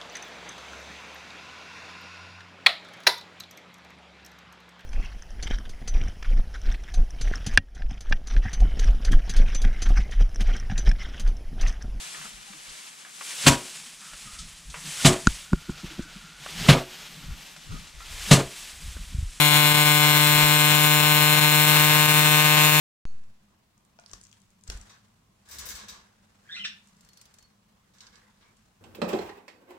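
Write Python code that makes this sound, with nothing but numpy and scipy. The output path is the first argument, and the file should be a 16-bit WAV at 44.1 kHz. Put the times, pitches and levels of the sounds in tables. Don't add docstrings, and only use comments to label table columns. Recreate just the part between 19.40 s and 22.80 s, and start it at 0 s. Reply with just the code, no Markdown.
import sys
import numpy as np
from scipy import signal
from scipy.fft import rfft, irfft
from scipy.io import wavfile
from scipy.ndimage import uniform_filter1d, map_coordinates

SR = 44100
rng = np.random.default_rng(int(sys.argv[2]) if len(sys.argv) > 2 else 0)


def invert_db(level):
    return 10 ** (np.asarray(level, dtype=float) / 20)


def generate_wav(signal):
    frames = np.transpose(np.atleast_2d(signal))
    scaled = np.clip(frames, -1, 1) * 32767
    pcm = np.round(scaled).astype(np.int16)
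    wavfile.write(sys.argv[1], SR, pcm)


N = 149940


def col(table):
    return np.array(table, float).T


def walk(rate):
    k = int(SR / rate)
    w = uniform_filter1d(uniform_filter1d(rng.standard_normal(N), k), k)
    return w / w.std()


def ring(x, hz, t60):
    pole = np.exp(2j * np.pi * hz / SR - np.log(1000) / (t60 * SR))
    return signal.lfilter([1], [1, -pole], x)


def clicks(times, sizes):
    margin = 16
    out = np.zeros(N + 64)
    at = np.clip(times * SR, 0, N) + margin
    taps = np.floor(at)[:, None] + np.arange(-7, 9)
    d = taps - at[:, None]
    pulse = np.sinc(d) * np.cos(d * np.pi / 16) ** 2
    np.add.at(out, taps.astype(int), sizes[:, None] * pulse)
    return out[margin:N + margin]


def colour(src, table, likeness, lag_ms):
    hz, left, right = col(table)
    bins = np.fft.rfftfreq(N, 1 / SR)
    a, b = rfft(src)
    share = np.interp(bins, *col(likeness))
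    late = np.exp(-2j * np.pi * bins * lag_ms / 1000)
    pair = np.array([a, share * a * late + np.sqrt(1 - share ** 2) * b])
    level_db = np.array([np.interp(np.log(bins + 1), np.log(hz), db) for db in (left, right)])
    return irfft(pair * invert_db(level_db) * np.sqrt(SR / 20), N)


def whirr(turns):
    # frequency in Hz, left level in dB, right level in dB.
    whirr_colour = [(40, -85, -83), (113, -51, -60), (252, -59, -65), (624, -56.5, -77),
                    (890, -52.5, -60.5), (2600, -51.5, -67.5), (4050, -53, -59.5), (5100, -68, -59)]
    # frequency in Hz, share of the left heard at the right port (0 to 1).
    whirr_likeness = [(60, .3), (500, 0.93), (2000, 0.15), (5000, 0.36)]
    pulse_db = 0.37 * np.sin(2 * np.pi * (turns - .25))
    src = rng.standard_normal((2, N)) * invert_db(pulse_db + 2.26 * walk(22))
    return colour(src, [(15, -82, -86)] + whirr_colour + [(8900, -76, -76)], whirr_likeness, lag_ms=0.11)


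def puffs(t):
    # centre in seconds, level in dB.
    puff_times = [(.01, -48), (.955, -36), (1.04, -31), (.1, -52), (.4, -52), (.7, -52), (.78, -52),
                  (1.19, -52), (1.46, -50), (1.55, -50), (1.78, -52), (1.89, -51), (1.99, -45), (2.09, -52),
                  (2.4, -40), (2.75, -51), (2.84, -51), (3.31, -50), (3.39, -47)]
    puff_hz, puff_s = 60.4, 0.0088
    out = np.zeros(N)
    for s, db in puff_times:
        swell = np.exp(-.5 * ((t - s) / puff_s) ** 2)
        out += 2 * invert_db(db) * swell * np.sin(2 * np.pi * puff_hz * (t - s))
    return out


def grooves(turns):
    points, memory_turns = 300, 55
    keep = np.exp(-1 / memory_turns)
    renew = np.sqrt(1 - keep ** 2)
    fresh = rng.standard_normal((2, int(turns[-1]) + 3, points))
    fresh[:, 0] /= renew
    track = signal.lfilter([renew], [1, -keep], fresh, axis=1)
    return np.array([map_coordinates(row.ravel(), [turns * points]) for row in track])


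def rattle(turns):
    # shaft angle in turns, level in dB, decay in turns.
    bursts = [
        (.31, 7.5, 0.12),
        (.43, -3, .1),
        (.6, 11.5, 0.049),
    ]
    # low edge in Hz, high edge in Hz, extra flare in dB.
    flare_bands = [
        (0, 6400, -9),
        (6450, 9400, 4.5),
        (9380, 12500, 0.5),
        (12470, 22050, -2.5),
    ]
    # frequency in Hz, left level in dB, right level in dB.
    rattle_colour = [(3060, -53, -73), (5030, -77, -82), (6400, -66, -80), (6770, -52.5, -58),
                     (8800, -57.5, -56.5), (9900, -52.5, -62), (13100, -50, -55), (15500, -52, -54)]
    # frequency in Hz, share of the left heard at the right port (0 to 1).
    rattle_likeness = [(5000, 0.22), (7100, 0.23), (7700, 1), (9000, 1), (9600, 0.36), (12000, 0.34),
                       (14000, 0.6), (15500, 0.85)]
    repeat, spike_db = 0.58, 2.5
    fresh = rng.standard_normal((2, N)) * invert_db(spike_db * rng.standard_normal((2, N)))
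    grit = repeat * grooves(turns) + np.sqrt(1 - repeat ** 2) * fresh / fresh.std()
    bins = np.fft.rfftfreq(N, 1 / SR)
    src = 0
    for lo, hi, flare_db in flare_bands:
        gate = np.ones(N)
        for angle, db, decay in bursts:
            since = (turns - angle) % 1
            gate += invert_db(db + flare_db + 2.4 * walk(70)) * np.exp(-since / decay)
        band = grit * gate * invert_db(0.4 * walk(6.9))
        src = src + irfft(rfft(band / band.std()) * ((bins >= lo) & (bins < hi)), N)
    table = [(1500, -80, -89)] + rattle_colour + [(21900, -40.5, -46)]
    return colour(src, table, rattle_likeness, lag_ms=0)


def knocks(turns, t):
    # shaft angle in turns, left level in dB, right level in dB, ring in Hz, jitter in ms.
    knock_angles = [
        (0.054, -19, -45, 1500, 0.011),
        (0.316, -3, -9, 2390, 0.016),
        (0.434, -10, -14.5, 2747, 0.018),
        (0.609, -6, -14, 3454, 0.031),
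        (0.697, -13, -18, 2220, 0.05),
        (0.932, -19.5, -25, 1800, 0.079),
    ]
    # frequency in Hz, T60 in seconds, left level in dB, right level in dB.
    frame_modes = [(325, 0.018, -30, -24), (550, 0.012, -40, -38), (843, 0.015, -29.5, -13.5),
                   (1075, 0.0039, -31, -46), (1600, 0.0064, -24.5, -23.5), (2220, 0.025, -22.5, -47.5),
                   (2560, 0.016, -31, -19), (2860, 0.0067, -20.5, -27), (3463, 0.011, -24, -31),
                   (4050, 0.01, -41, -27.5), (5610, 0.0049, -17.5, -32), (6690, 0.0074, -34, -46),
                   (8500, 0.0062, -54, -35)]
    snap_t60_s, scatter_db, wander_db, right_lag_s = 0.0022, 1.06, 0.75, 0.095 / 1000
    whole = np.arange(int(turns[-1]))
    out = np.zeros((2, N))
    drive = np.zeros(N)
    for angle, left, right, hz, jitter_ms in knock_angles:
        early_late, hardness = rng.standard_normal((len(whole), 2)).T
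        at = np.interp(whole + angle, turns, t)
        size = invert_db(scatter_db * hardness + wander_db * walk(6.0)[(at * SR).astype(int)])
        at = at + jitter_ms * early_late / 1000
        out[0] -= invert_db(left) * ring(clicks(at, size), hz, snap_t60_s).imag
        out[1] -= invert_db(right) * ring(clicks(at + right_lag_s, size), hz, snap_t60_s).imag
        drive += invert_db(left) * clicks(at, size)
    for k, (hz, t60, left, right) in enumerate(frame_modes):
        z = ring(drive, hz, t60)
        out[0] += (-1) ** k * invert_db(left) * z.imag
        out[1] += (-1) ** (k // 2) * invert_db(right) * z.real
    return out


def settle(x, turns):
    # multiple of shaft rate (1 to 60), left level in dB, right level in dB, left and right change in
    # dB from start to end.
    order_lines = [(1, -21.5, -27.5, -0.5, 0.0), (2, -30.5, -39, -2.0, -3), (3, -33.5, -44.5, 0.5, 3),
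                   (4, -32.5, -42.0, 1.0, -4.0), (5, -32.5, -47, -1.0, -13), (6, -31.5, -34.5, 2.5, 0.5),
                   (7, -28, -31, -1.5, 1.5), (8, -30, -35, 2.5, 2), (9, -36, -46.5, -3, 6),
                   (10, -29.5, -34.5, -2.5, 1.5), (11, -29, -47.5, -0.5, -1), (12, -37, -31.5, 23, 6),
                   (13, -39.5, -32.5, -4, 1), (14, -26.5, -31, -1, -11), (15, -30, -35, -4.5, 3),
                   (16, -31.5, -35.5, 13, -7), (17, -28.5, -36, -4, 11), (18, -36, -35, 2, 9),
                   (19, -28.5, -32.5, -1.5, -3.5), (20, -43.5, -40, -6, 1), (21, -31.5, -57, 1, -1),
                   (22, -37, -49, -13, 2), (23, -33, -36, -14, 7), (24, -27.5, -40, 1.5, -10),
                   (25, -36.0, -52, -3, -7.5), (26, -44, -47, -3, -0.5), (27, -27, -38.5, -3, -1.0),
                   (28, -39, -53.5, 8, 0), (29, -37.5, -61, -6, -1), (30, -44, -50.5, -18, -10.5),
                   (31, -47.5, -59, 15, 11), (32, -49, -56, 18, 10), (33, -44, -48, -1, -4),
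                  (34, -60, -70, -5, 0), (35, -38, -55, 0, 1.0), (36, -43, -60, 3, 7),
                  (37, -51, -43, -8, 3), (38, -50, -45, 0, 2), (39, -39, -64, -1, -3),
                  (40, -54.5, -44.5, 6, -2.5), (41, -50, -72, 29, 12.0), (42, -61, -53, -3, 7),
                  (43, -45, -62, -2, 10), (44, -41.5, -53, -4, 9), (45, -39.5, -55, 11, 1),
                  (46, -35.5, -44, -1, -4), (47, -37, -60.0, 10.0, -1.0), (48, -74, -57, 6, -3.0),
                  (49, -41.5, -46, -0.5, -1), (50, -34, -66, -1, 5), (51, -51.5, -64, 3.5, 4.0),
                  (52, -67, -62, -2.0, 7.5), (53, -61, -60, -8, -11), (54, -40, -43.0, -0.5, 3),
                  (55, -39, -42, -6, -5), (56, -42, -46, -3.5, -5.5), (57, -56, -51.5, -0.5, 2),
                  (58, -52, -55, -10, -11), (59, -51, -42, 0.5, -6), (60, -59, -57, -0.5, 3)]
    # frequency in Hz, lead of the left port over the right in radians.
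    port_lead = [(150, 0.07), (750, 0.27), (1200, 1.5), (1500, 0.23), (1960, 3.5), (2200, 0.6),
                 (3500, 1.96), (4200, 1.19)]
    out = x.copy()
    rate = turns[-1] * SR / N
    along = turns / turns[-1] - .5
    for row, (_, left, right, *drift) in enumerate(order_lines):
        k = row + 1
        spin = np.exp(2j * np.pi * k * turns)
        have = 2 * (x * spin.conj()).mean(axis=1)
        phase = have[0] / abs(have[0]) if k > 1 else 1
        lag = np.array([0, np.interp(k * rate, *col(port_lead))])
        want = np.sqrt(2) * phase * invert_db([left, right]) * np.exp(-1j * lag)
        sway = invert_db(0.18 * np.sqrt(row) * walk(3.5) + np.outer(drift, along))
        out += ((want[:, None] * sway - have[:, None]) * spin).real
    return out


def scene():
    # time in seconds, shaft speed in turns per second.
    shaft_speed = [
        (0.0, 149.3),
        (.5, 149.8),
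        (1.0, 150.25),
        (1.84, 150.9),
        (2.6, 151.35),
        (3.4, 151.75),
    ]
    t = np.arange(N) / SR
    unsteady = 1 + 0.000219 * walk(7.9)
    turns = np.cumsum(np.interp(t, *col(shaft_speed)) * unsteady) / SR
    out = settle(knocks(turns, t), turns) + rattle(turns) + whirr(turns)
    out[0] += puffs(t)
    return out


def top_cut(x):
    return signal.sosfilt(signal.butter(12, 15750, fs=SR, output="sos"), x)


def record(dry):
    # centre in seconds, depth in dB (negative lifts).
    ducks = [(.10, 2.5), (.335, 4.5), (.365, 3), (.445, 3), (.545, 1.5), (.59, 2.5), (.79, 1.5), (.94, 0.5),
             (1.03, -2), (1.08, 0.5), (1.18, 2), (1.29, 1.2), (1.375, 2), (1.59, 2), (1.62, 3.5),
             (1.735, 1), (1.80, 2), (1.96, 1.8), (2.005, 5), (2.11, 2), (2.26, 2), (2.465, 0.5), (2.67, 4),
             (2.73, 3), (2.84, 3), (2.90, 2.2), (3.035, 3.5), (3.165, 3), (3.31, 2.8)]
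    duck_s, flutter_db, ceiling = 0.0053, 0.5, .82
    t = np.arange(N) / SR
    duck_db = sum(depth * np.exp(-.5 * ((t - s) / duck_s) ** 2) for s, depth in ducks)
    x = dry * invert_db(flutter_db * walk(64) - duck_db)
    x = x / (1 + (x / ceiling) ** 6) ** (1 / 6)
    x = signal.sosfilt(signal.butter(2, 45, "high", fs=SR, output="sos"), x)
    x = signal.sosfilt(signal.ellip(14, .2, 80, 15750, fs=SR, output="sos"), x)
    return top_cut(x)


dry = scene()
out = record(dry)
generate_wav(out)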